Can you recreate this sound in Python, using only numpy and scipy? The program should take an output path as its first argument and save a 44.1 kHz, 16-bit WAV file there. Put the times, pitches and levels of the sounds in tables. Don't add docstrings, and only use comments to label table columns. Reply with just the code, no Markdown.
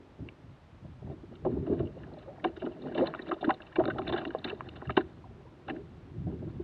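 import sys
import numpy as np
from scipy import signal
from scipy.fft import rfft, irfft, next_fast_len
from scipy.io import wavfile
from scipy.ndimage import uniform_filter1d, map_coordinates

SR = 44100
rng = np.random.default_rng(int(sys.argv[2]) if len(sys.argv) > 2 else 0)


def file_out(sig):
    cols = np.atleast_2d(sig).T
    lim = np.clip(cols, -1, 1)
    pcm = np.round(lim * 32767).astype(np.int16)
    wavfile.write(sys.argv[1], SR, pcm)


N = 292515
BLOW_SAMPLES = 6144
CASE_TOP_HZ = 3900

# centre in Hz, width in Hz, gain in dB.
HOLLOW_MODES = [(250, 45, -1), (341, 45, 3.5), (385, 30, -1.5), (516, 210, -12), (611, 47, -2.5),
                (730, 42, -12), (846, 49, -27), (1030, 110, -26.5)]
PANEL_MODES = [(759, 40, 4), (1060, 110, 0.5), (1243, 71, -2.5), (1384, 360, -1), (1645, 180, -4),
               (1830, 210, -3)]
CASE_MODES = [(2330, 100, -3), (2777, 270, -4), (2947, 150, -18.5), (3450, 170, -14), (3665, 130, -6.5),
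              (3990, 330, -11.5)]
# frequency in Hz, density in dB.
LEAK_SPECTRUM = [(2000, -16.5), (4300, 8.5), (5400, -5.5), (7000, -31.5), (12000, -36.5)]
# time in seconds, contact in seconds, then relative level in dB and pitch
# in Hz for each of grit, knock, clonk and boom, then hull answer length in seconds.
STONE_STRIKES = [(1.455, 0.011, -58.5, 3005, -48.5, 1206, -35, 666, -32, 358, 0.012),
                 (1.669, 0.0097, -55, 2830, -51.5, 1230, -40, 645, -36, 328, 0.0097),
                 (1.797, 0.014, -52, 2920, -51.5, 1380, -37.5, 653, -25.5, 381.3, 0.013),
                 (2.037, 0.0056, -54, 2800, -52, 1630, -64, 613, -45, 332, 0.0056),
                 (2.4, 0.0083, -64, 2300, -56.5, 1890, -56, 603, -48, 283, 0.014),
                 (2.446, 0.0056, -32, 3060, -33.5, 1640, -23.5, 720, -22, 341, 0.0099),
                 (2.569, 0.011, -50, 3350, -49, 1500, -55, 668, -38.5, 378, 0.01),
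                 (2.623, 0.011, -50.5, 2920, -45, 1470, -35.5, 629.4, -40.5, 350, 0.012),
                 (2.666, 0.011, -59.5, 3080, -44.5, 1380, -42, 600, -25, 371, 0.0096),
                 (2.924, 0.0093, -59, 2900, -49, 1580, -56, 707, -45, 342, 0.0067),
                 (2.982, 0.0078, -39, 2830, -38, 1840, -28.5, 630, -38.5, 330, 0.013),
                 (3.073, 0.0066, -34, 3680, -42.5, 1700, -36, 800, -56, 340, 0.0096),
                 (3.15, 0.0027, -44.5, 2680, -34.5, 1360, -46, 920, -58.5, 380, 0.0048),
                 (3.194, 0.0089, -50, 2450, -39.5, 1800, -39.5, 520, -33, 299, 0.0067),
                 (3.318, 0.0088, -40, 2760, -27, 1220, -36, 798, -26.5, 349.3, 0.014),
                 (3.445, 0.0066, -46.5, 2970, -32, 1570, -53.5, 597, -22.5, 321, 0.0086),
                 (3.495, 0.0086, -41, 2770, -30.5, 1000, -18, 785, -31.5, 301, 0.011),
                 (3.508, 0.0048, -35, 2670, -27.5, 1450, -38, 758, -36, 300, 0.0053),
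                 (3.606, 0.0053, -64, 2800, -46, 1540, -66, 805, -53, 342, 0.0075),
                 (3.622, 0.0034, -43.5, 2870, -59, 1530, -56, 790, -54, 333, 0.0066),
                 (3.728, 0.0046, -55, 2800, -50.5, 1750, -62, 640, -61.5, 380, 0.0081),
                 (3.761, 0.006, -34, 2670, -35, 1634, -31.5, 841, -43, 276, 0.0067),
                 (3.798, 0.0095, -50.5, 3040, -40, 1270, -20, 656.2, -22.5, 359.4, 0.012),
                 (3.857, 0.0012, -37, 3580, -35, 1380, -53, 620, -38, 381, 0.0043),
                 (3.88, 0.0063, -44.5, 3620, -39, 1560, -27, 622, -22, 344.4, 0.0079),
                 (3.905, 0.0091, -45, 3040, -33, 1500, -42, 641, -52, 323, 0.0093),
                 (3.987, 0.0066, -41, 3400, -32.5, 1300, -28.5, 742, -26.5, 360.4, 0.014),
                 (4.02, 0.004, -46, 2350, -44, 1290, -48, 797, -34, 265, 0.0073),
                 (4.074, 0.014, -39, 2250, -42, 1500, -47, 767, -35, 269, 0.0075),
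                 (4.095, 0.0089, -35.5, 3360, -42, 1680, -32, 650, -40, 308, 0.009),
                 (4.127, 0.0034, -34, 3600, -51, 1400, -37, 785, -30, 350, 0.0058),
                 (4.137, 0.018, -49, 3350, -36, 1610, -31.5, 766, -23, 356, 0.012),
                 (4.165, 0.0072, -40.5, 2920, -35.5, 1470, -32, 700, -42.5, 357, 0.0054),
                 (4.182, 0.013, -36.5, 3330, -35.5, 1630, -31.5, 730, -38, 340, 0.0102),
                 (4.217, 0.013, -47, 2850, -44, 1460, -47, 807, -42, 280, 0.0087),
                 (4.253, 0.0047, -36, 2800, -38.5, 1680, -43, 693, -36, 320, 0.007),
                 (4.308, 0.0038, -48, 2890, -41, 1590, -49.5, 950, -38, 315, 0.0081),
                 (4.447, 0.0055, -29.5, 3600, -38.5, 1590, -36.5, 738, -27, 299.6, 0.01),
                 (4.481, 0.011, -42, 2340, -44, 1500, -56, 630, -34, 372, 0.0093),
                 (4.501, 0.0061, -33, 2900, -46, 1610, -49, 735, -36, 386, 0.0097),
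                 (4.764, 0.013, -49.5, 3250, -51, 1430, -48, 682, -56, 422, 0.0112),
                 (4.82, 0.0088, -62, 2690, -44.5, 1330, -40, 797, -33.5, 350, 0.0082),
                 (4.856, 0.0081, -58, 2800, -48, 1630, -50, 770, -43, 336, 0.0058),
                 (4.897, 0.0049, -50, 2590, -31, 1330, -35, 784, -32, 348, 0.0081),
                 (4.907, 0.0058, -37, 2470, -39, 1630, -48, 736, -40, 287, 0.0082),
                 (4.973, 0.0083, -25, 2970, -26.5, 1510, -22.5, 854, -12.5, 329.6, 0.00507),
                 (5.01, 0.0085, -52, 3600, -39, 1580, -56, 635, -37, 367, 0.0047),
                 (5.685, 0.0056, -42, 2980, -43, 1470, -32.5, 791, -48, 287, 0.0061),
                 (5.7, 0.0086, -36, 2550, -37.5, 1700, -40, 764, -35, 301, 0.011),
                 (5.765, 0.006, -57, 2900, -51, 1590, -65, 577, -33.5, 315.6, 0.011)]


def stones(grit_gain_db=-4.0, thud_db=-10, leak_db=-28, lead_s=0.002106, chatter=0.36):
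    time_s, contact_s, grit_db, grit_hz, knock_db, knock_hz, *_ = columns(STONE_STRIKES)
    t = blow_time()
    shape = (len(time_s), BLOW_SAMPLES)
    contact = swell(t + lead_s, 1.16 * contact_s)
    crush = contact * impacts(shape, per_s=5400, spread_db=1.0)
    blow = chatter * contact * impacts(shape, per_s=4000, spread_db=0.97)
    blow[:, np.searchsorted(t, -lead_s)] += 1
    knock = unit_crest(rung(pitched(blow, knock_hz, width=0.11), PANEL_MODES, 630, 2100))
    knock += amp(thud_db) * unit_crest(rung(blow, HOLLOW_MODES, 430, 780))
    grit = unit_crest(rung(pitched(crush, grit_hz, width=0.21), CASE_MODES, 2200, CASE_TOP_HZ))
    grit += amp(leak_db) * unit_crest(coloured(crush, LEAK_SPECTRUM))
    return placed(amp(knock_db) * knock + amp(grit_db + grit_gain_db) * grit, time_s)


# centre in Hz, width in Hz, gain in dB.
SHELL_MODES = [(626.6, 42, 1.5), (755, 23, 0), (1046, 52, -1.5), (1670, 130, -7.5)]


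def hull_answer(tone_db=-5, body_db=-9, shell_db=-7, linger_db=-16.0, linger_t60_s=0.25):
    time_s, *_, clonk_db, clonk_hz, boom_db, boom_hz, length_s = columns(STONE_STRIKES)
    clonk_s = 0.94 * length_s
    clonk = amp(tone_db) * tone(clonk_hz, clonk_s, rise=0.04, rise_s=0.017)
    clonk += amp(body_db) * shaken_hull(clonk_hz, clonk_s, smack_db=-14)
    blow = pitched(single_blows(len(time_s)), clonk_hz, width=0.34)
    clonk += amp(shell_db) * unit_crest(rung(blow, SHELL_MODES, 450, 1400))
    boom = amp(tone_db) * tone(boom_hz, length_s, rise=0.054, rise_s=0.024)
    boom += amp(body_db) * shaken_hull(boom_hz, length_s, smack_db=-17.0)
    t = np.maximum(blow_time(), 0)
    beating = sum(np.sin(2 * np.pi * hz * t) for hz in (331.7, 372.5))
    boom += amp(linger_db - 60 * t / linger_t60_s) * beating
    clonks = placed(amp(clonk_db) * clonk, time_s + 0.383 * length_s)
    booms = placed(amp(boom_db) * boom, time_s + 0.6375 * length_s)
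    return muffled(clonks + booms, top_hz=1560)


# time in seconds, push in dB, pitch in Hz, ring in dB.
HULL_TAPS = [(0.2875, -49, 2680, -42.5), (1.4505, -34, 578, -35.5), (2.4465, -31, 1010, -33),
             (2.9972, -23, 380, -38), (3.1388, -35, 1210, -45), (3.8392, -38.5, 1185, -52),
             (3.4945, -26, 850, -35), (4.1255, -32.5, 800, -46), (4.2524, -41.5, 1450, -45),
             (4.349, -22.5, 504, -29), (4.6075, -33, 1080, -46.5), (4.9765, -25.5, 900, -34)]


def taps(cutoff_ratio=3.3):
    time_s, push_db, hz, ring_db = columns(HULL_TAPS)
    blow = filtered(single_blows(len(time_s)), lambda f: 1 / (1 + (f / (cutoff_ratio * hz)) ** 8))
    blow = pitched(blow, hz, width=0.53)
    push = unit_crest(muffled(pitched(blow, hz, width=0.41), top_hz=3000))
    ring = unit_crest(rung(blow, SHELL_MODES + CASE_MODES, 400, 3200))
    return placed(amp(push_db) * push + amp(ring_db) * ring, time_s)


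# time in seconds, steady scrape in dB.
KEEL_LOAD = [(0, -88), (2.6, -68), (3.1, -55.5), (3.65, -63.5), (4.15, -52.5), (4.9, -77), (5.15, -80),
             (6.63, -69.5)]
# crest in seconds, length in seconds, slosh in dB, scrape in dB.
WATER_SURGES = [(0.2, 0.025, -45.5, -80), (0.271, 0.056, -48.5, -82), (1.095, 0.083, -46, -70),
                (1.33, 0.038, -44.5, -65.5), (1.519, 0.19, -37, -65.5), (1.727, 0.16, -33.5, -59.5),
                (2.1, 0.37, -51.5, -64.5), (2.456, 0.048, -36.5, -50), (2.647, 0.08, -40.5, -60),
                (2.861, 0.056, -35.5, -53), (2.994, 0.095, -29, -44.5), (3.294, 0.053, -39.5, -55),
                (3.45, 0.11, -38.5, -53.5), (3.846, 0.18, -38.5, -56), (4.115, 0.14, -36.5, -50.5),
                (4.473, 0.066, -48.5, -43), (4.71, 0.52, -71, -60), (4.981, 0.036, -39.5, -40.5),
                (5.712, 0.11, -43, -60), (6.324, 0.081, -40.5, -87), (6.45, 0.079, -46, -80)]


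def grinding(rumble_db=-5, panel_db=-2.0, case_db=-13, sand_db=-9, clump_db=3.0):
    crest_s, length_s, _, scrape_db = np.transpose(WATER_SURGES)
    force = swells(crest_s, length_s, scrape_db, curve(KEEL_LOAD)) * flutter(clump_db, per_s=50)
    rumble = unit(rung(impacts(N, per_s=580, spread_db=4.8), HOLLOW_MODES, 680, 1100))
    low_ticks = pings(1290, log_spread=0.56, cycles=3.9, size_db=0.5, count=1300)
    panel = unit(rung(low_ticks, PANEL_MODES, 450, 2050))
    high_ticks = pings(3300, log_spread=0.32, cycles=15, size_db=2.5, count=2400)
    case = unit(rung(high_ticks, CASE_MODES, 2900, CASE_TOP_HZ))
    sand = unit(rung(impacts(N, per_s=2100, spread_db=2.2), CASE_MODES + PANEL_MODES, 1300, CASE_TOP_HZ))
    pebbles = amp(rumble_db) * rumble + amp(panel_db) * panel + amp(case_db) * case
    return force * (pebbles + amp(sand_db) * sand)


# time in seconds, length in seconds, relative level in dB, pitch in Hz.
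GRAVEL_CRUNCHES = [(1.356, 0.0056, -57.5, 3180), (1.856, 0.01, -62, 2930), (1.872, 0.0059, -56, 2920),
                   (2.137, 0.0058, -63.5, 4230), (2.189, 0.0088, -62, 3540), (2.224, 0.0087, -66, 3170),
                   (2.484, 0.008, -60, 2740), (2.603, 0.017, -55, 3030), (2.655, 0.01, -54.5, 3030),
                   (2.721, 0.006, -60, 2980), (2.821, 0.0054, -57.5, 3830), (2.949, 0.009, -45.5, 3020),
                   (3.06, 0.007, -45.5, 3070), (3.159, 0.0037, -59, 3450), (3.222, 0.0058, -50.5, 3960),
                   (3.283, 0.0092, -53.5, 3240), (3.292, 0.0042, -53, 3530), (3.337, 0.0088, -53.5, 3320),
                   (3.415, 0.012, -49, 3470), (3.45, 0.0038, -46, 3320), (3.542, 0.006, -52.5, 3760),
                   (3.67, 0.009, -54, 2880), (4.079, 0.005, -37.5, 3600), (4.136, 0.007, -40.5, 3470),
                   (4.278, 0.0064, -53, 3700), (4.387, 0.0047, -52, 3840), (4.488, 0.0069, -48, 3710),
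                   (4.689, 0.0031, -45.5, 2870), (4.874, 0.0035, -51.5, 2740), (4.921, 0.006, -54, 2940),
                   (4.959, 0.005, -63, 3350), (4.984, 0.008, -55, 3460)]


def crunches(gain_db=0.5, panel_db=-9, leak_db=-24):
    time_s, length_s, db, hz = columns(GRAVEL_CRUNCHES)
    shape = (len(time_s), BLOW_SAMPLES)
    cracks = swell(blow_time() + 0.0007, length_s) * impacts(shape, per_s=5900, spread_db=2.5)
    grit = unit_crest(rung(pitched(cracks, hz, width=0.11), CASE_MODES, 1900, 4040))
    panel = unit_crest(rung(cracks, PANEL_MODES, 900, 1700))
    leak = unit_crest(coloured(cracks, LEAK_SPECTRUM))
    return placed(amp(db + gain_db) * (grit + amp(panel_db) * panel + amp(leak_db) * leak), time_s)


# frequency in Hz, density in dB.
SNAP_SPECTRUM = [(2500, -17), (4500, 10.5), (7000, -6), (9000, -24), (12500, -26.5)]
# time in seconds, level in dB.
PEBBLE_SNAPS = [(2.446, -65), (2.573, -65.5), (2.984, -69), (3.986, -70)]


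def snaps(length_s=0.0025):
    time_s, db = columns(PEBBLE_SNAPS)
    crack = swell(blow_time(), length_s) * rng.standard_normal((len(time_s), BLOW_SAMPLES))
    return placed(amp(db) * unit_crest(coloured(crack, SNAP_SPECTRUM)), time_s)


# crest in seconds, relative level in dB, pitch in Hz, length in seconds.
SLAPS_AND_REBOUNDS = [(0.228, -39.5, 265, 0.022), (0.849, -38.5, 219, 0.0066), (1.026, -38.5, 116.5, 0.02),
                      (1.237, -37.5, 279, 0.0074), (1.455, -26.5, 481.4, 0.0057),
                      (1.466, -17.5, 353, 0.011), (1.485, -27.5, 355, 0.013), (1.532, -31.5, 246.2, 0.049),
                      (1.573, -37, 460, 0.01), (1.582, -36, 134, 0.0045), (1.704, -22.5, 252, 0.014),
                      (1.718, -27.5, 403.6, 0.027), (1.727, -21, 300.4, 0.0077), (1.732, -40, 646, 0.028),
                      (1.833, -33, 330, 0.014), (1.971, -40.5, 515, 0.0096), (2.285, -41, 535.5, 0.033),
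                      (2.384, -39.5, 632, 0.0023), (2.647, -30.5, 246.4, 0.014),
                      (2.955, -27.5, 561, 0.0039), (3, -33, 625, 0.02), (3.028, -22, 521, 0.021),
                      (3.297, -31.5, 332, 0.019), (3.367, -39.5, 632, 0.0052), (3.43, -27, 712, 0.0065),
                      (3.482, -17.5, 299, 0.0069), (3.788, -16.5, 346.2, 0.009), (3.814, -23, 381, 0.004),
                      (3.87, -31, 369, 0.013), (3.954, -36.5, 440, 0.0085), (4.269, -25.5, 310, 0.005),
                      (4.296, -33.5, 343, 0.0068), (4.531, -32.5, 417, .01), (4.997, -25.5, 334, 0.014),
                      (5.019, -34.5, 359.5, 0.019), (5.243, -47, 958, 0.0054), (5.258, -51.5, 734, 0.018),
                      (5.302, -50, 216, 0.024), (5.457, -48, 450, 0.0073), (5.471, -57, 950, 0.025),
                      (5.784, -40.5, 368, 0.047), (6.161, -40, 135, 0.014), (6.274, -29.5, 170.3, 0.021),
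                      (6.302, -32.5, 348, 0.0073), (6.324, -36, 330, 0.0035), (6.424, -33.5, 263.6, 0.0096),
                      (6.474, -36.5, 331.5, 0.009), (6.565, -39, 180, 0.012), (6.603, -29.5, 338.6, 0.012)]


def slaps_and_rebounds(ring_db=-3, hull_db=-7):
    crest_s, db, hz, length_s = columns(SLAPS_AND_REBOUNDS)
    ring = amp(ring_db) * tone(hz, length_s, rise=0.1285, rise_s=0.025)
    hull = amp(hull_db) * shaken_hull(hz, length_s, smack_db=-25.5)
    return muffled(placed(amp(db) * (ring + hull), crest_s), top_hz=1720)


# frequency in Hz, density in dB.
CHURN_SPECTRUM = [(60, -31.5), (110, -13.5), (145, -1), (195, -4.5), (245, 2.5), (350, 1), (430, -2.5),
                  (520, -23.5), (700, -22.5), (1000, -34), (1600, -38.5), (3000, -78.5)]
# time in seconds, relative level in dB.
SHALLOW_LAPS = [(0, -14), (1.1, -8), (1.5, -22), (2.25, -1.5), (2.85, -10.5), (3.5, -2.5), (4.6, -7.5),
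                (5.7, -15), (6.3, -27)]
# time in seconds, slosh in dB.
RESTING_SLOSH = [(0, -56), (.8, -77.5), (1.5, -53), (2.4, -59.5), (2.9, -42.5), (3.7, -59.5), (4.3, -48.5),
                 (5.3, -58.5), (6.63, -56)]


def wash(large_db=-3.5, churn_db=-3, lap_db=2):
    crest_s, length_s, slosh_db, _ = np.transpose(WATER_SURGES)
    flow = swells(crest_s, length_s, slosh_db, curve(RESTING_SLOSH)) * flutter(lap_db, per_s=35)
    large = unit(rung(impacts(N, per_s=700, spread_db=4.5), HOLLOW_MODES, 220, 525))
    churn = coloured(rng.standard_normal(N), CHURN_SPECTRUM)
    bubbles = pings(684, log_spread=0.34, cycles=5.2, size_db=0.5, count=700)
    small = amp(curve(SHALLOW_LAPS)) * unit(rung(bubbles, HOLLOW_MODES, 410, 1150))
    return flow * (amp(large_db) * large + amp(churn_db) * churn + small)


# frequency in Hz, density in dB.
RUMBLE_SPECTRUM = [(20, -43.5), (40, -18), (65, 1), (100, 0.5), (140, 2.5), (220, -9), (350, -12),
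                   (500, -42.5), (1000, -43.5), (3000, -83.5)]
# time in seconds, level in dB.
RESTING_WIND = [(0, -63), (.6, -68), (1.3, -50.5), (2.3, -55), (3.2, -70.5), (3.65, -79), (3.85, -58),
                (4.3, -53.5), (4.8, -51.5), (5.4, -60.5), (6.63, -43)]
# crest in seconds, length in seconds, level in dB.
LOW_SWELLS = [(0.222, 0.071, -40), (0.466, 0.091, -50), (0.749, 0.054, -50), (0.869, 0.13, -46.5),
              (1.074, 0.087, -39), (1.526, 0.21, -37), (1.724, 0.07, -40), (1.82, 0.059, -33),
              (2.003, 0.26, -46.5), (2.56, 0.8, -59), (3.027, 0.034, -43), (3.505, 0.07, -51),
              (3.858, 0.25, -43.5), (4.09, 0.11, -39.5), (4.33, 0.13, -61), (4.66, 0.06, -50.5),
              (4.888, 0.04, -35.5), (5.127, 0.33, -51), (5.768, 0.34, -54), (6.25, 0.3, -38.5),
              (6.467, 0.062, -40)]


def buffets_and_rubs(flutter_db=1.4):
    strength = swells(*np.transpose(LOW_SWELLS), curve(RESTING_WIND)) * flutter(flutter_db, per_s=30)
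    return strength * coloured(rng.standard_normal(N), RUMBLE_SPECTRUM)


# frequency in Hz, density in dB.
AIR_SPECTRUM = [(20, -27.5), (45, 4.5), (100, 4.5), (380, -8.5), (500, -6), (1000, -10.5), (2000, -18),
                (3500, -23.5), (5000, -31), (8000, -40.5), (12000, -50.5), (16000, -56.5)]


def open_air(level_db=-58.0):
    return amp(level_db) * coloured(rng.standard_normal(N), AIR_SPECTRUM)


# centre in Hz, width in Hz, gain in dB.
CASE_NOTCHES = [(2450, 95, -10), (3260, 220, -13)]


def encased(x):
    def response(f):
        notches = [1 - (1 - amp(db)) * resonance(f, hz, width_hz) for hz, width_hz, db in CASE_NOTCHES]
        return np.prod(notches, axis=0)
    return filtered(x, response)


def shaken_hull(hz, length_s, smack_db, lead_s=0.00053):
    push = swell(blow_time() + lead_s, 0.94 * length_s) * rng.standard_normal((len(hz), BLOW_SAMPLES))
    hull = unit_crest(rung(pitched(push, hz, width=0.44), HOLLOW_MODES, 220, 997))
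    smack = unit_crest(rung(push, PANEL_MODES, 570, 1256))
    return hull + amp(smack_db) * (hz / 450) ** 2 * smack


def tone(hz, length_s, rise, rise_s):
    t = blow_time()
    pitch_hz = hz * (1 + rise * np.tanh(t / rise_s))
    phase = 2 * np.pi * (np.cumsum(pitch_hz, axis=1) / SR + rng.random((len(hz), 1)))
    return np.sqrt(2) * swell(t, length_s) * np.sin(phase)


def pings(centre_hz, log_spread, cycles, size_db, count):
    when, pitch, size, turn = rng.random((count, 4)).T[:, :, None]
    hz = centre_hz * np.exp(log_spread * (2 * pitch - 1))
    t = np.arange(-.01, .026, 1 / SR)
    gain = amp(-size_db * np.log(1 - size))
    ping = gain * swell(t, cycles / hz) * np.sin(2 * np.pi * (hz * t + turn))
    at = (when * N).astype(int) + np.arange(len(t))
    return np.bincount(at.ravel(), ping.ravel(), N)[:N]


def impacts(shape, per_s, spread_db):
    hits = (rng.random(shape) < per_s / SR) * rng.choice([-1, 1], shape)
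    return hits * amp(spread_db * rng.standard_normal(shape))


def single_blows(count):
    return np.tile(signal.unit_impulse(BLOW_SAMPLES, np.searchsorted(blow_time(), 0)), (count, 1))


def blow_time():
    return (np.arange(BLOW_SAMPLES) - BLOW_SAMPLES // 4) / SR


def placed(rows, crest_s):
    at = np.round(crest_s * SR).astype(int) + np.round(blow_time() * SR).astype(int)
    inside = (at >= 0) & (at < N)
    return np.bincount(at[inside], rows[inside], N)


def swell(t, length_s):
    v = np.maximum(1 + np.sqrt(3) * t / np.maximum(length_s, .001), 0)
    return (v * np.exp(1 - v)) ** 2


def swells(crests_s, lengths_s, levels_db, rest_db):
    t = np.arange(0, N / SR, .002)
    power = sum((amp(db) * swell(t - crest_s, length_s)) ** 2
                for crest_s, length_s, db in zip(crests_s, lengths_s, levels_db))
    return np.sqrt(amp(rest_db) ** 2 + curve(np.column_stack([t, power])))


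def flutter(depth_db, per_s):
    knots = rng.standard_normal(int(N * per_s / SR) + 4)
    return unit(amp(depth_db * map_coordinates(knots, [np.arange(N) * per_s / SR])))


def resonance(f, hz, width_hz):
    return 1j * f * width_hz / (hz * hz - f * f + 1j * f * width_hz)


def rung(x, modes, low_hz, high_hz):
    x = filtered(x, lambda f: sum(amp(db) * resonance(f, hz, width_hz) for hz, width_hz, db in modes))
    x = signal.sosfilt(signal.butter(3, low_hz, "high", fs=SR, output="sos"), x)
    return muffled(x, high_hz, order=8)


def pitched(rows, hz, width):
    return filtered(rows, lambda f: resonance(f, hz, hz * width))


def muffled(x, top_hz, order=4):
    return signal.sosfilt(signal.butter(order, top_hz, fs=SR, output="sos"), x)


def coloured(x, spectrum):
    hz, db = np.transpose(spectrum)
    return unit(filtered(x, lambda f: amp(np.interp(np.log(f + 1), np.log(hz), db))))


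def filtered(x, response):
    n = x.shape[-1]
    padded = next_fast_len(n + BLOW_SAMPLES)
    return irfft(rfft(x, padded) * response(np.fft.rfftfreq(padded, 1 / SR)), padded)[..., :n]


def columns(table):
    return np.transpose(table)[:, :, None]


def curve(rows):
    return np.interp(np.arange(N) / SR, *np.transpose(rows))


def unit_crest(rows):
    power = uniform_filter1d(rows ** 2, size=132, axis=1)
    return rows / np.sqrt(power.max(axis=1, keepdims=True) + 1e-20)


def unit(x):
    return x / np.sqrt(np.mean(x ** 2) + 1e-20)


def amp(db):
    return 10 ** (np.asarray(db) / 20)


def scene():
    gravel = encased(stones() + taps() + crunches() + grinding())
    boat = gravel + hull_answer() + snaps() + slaps_and_rebounds() + wash()
    return (boat + buffets_and_rubs() + open_air())[None]


def record(dry):
    return filtered(dry, lambda hz: hz < 12800)


dry = scene()
out = record(dry)
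file_out(out)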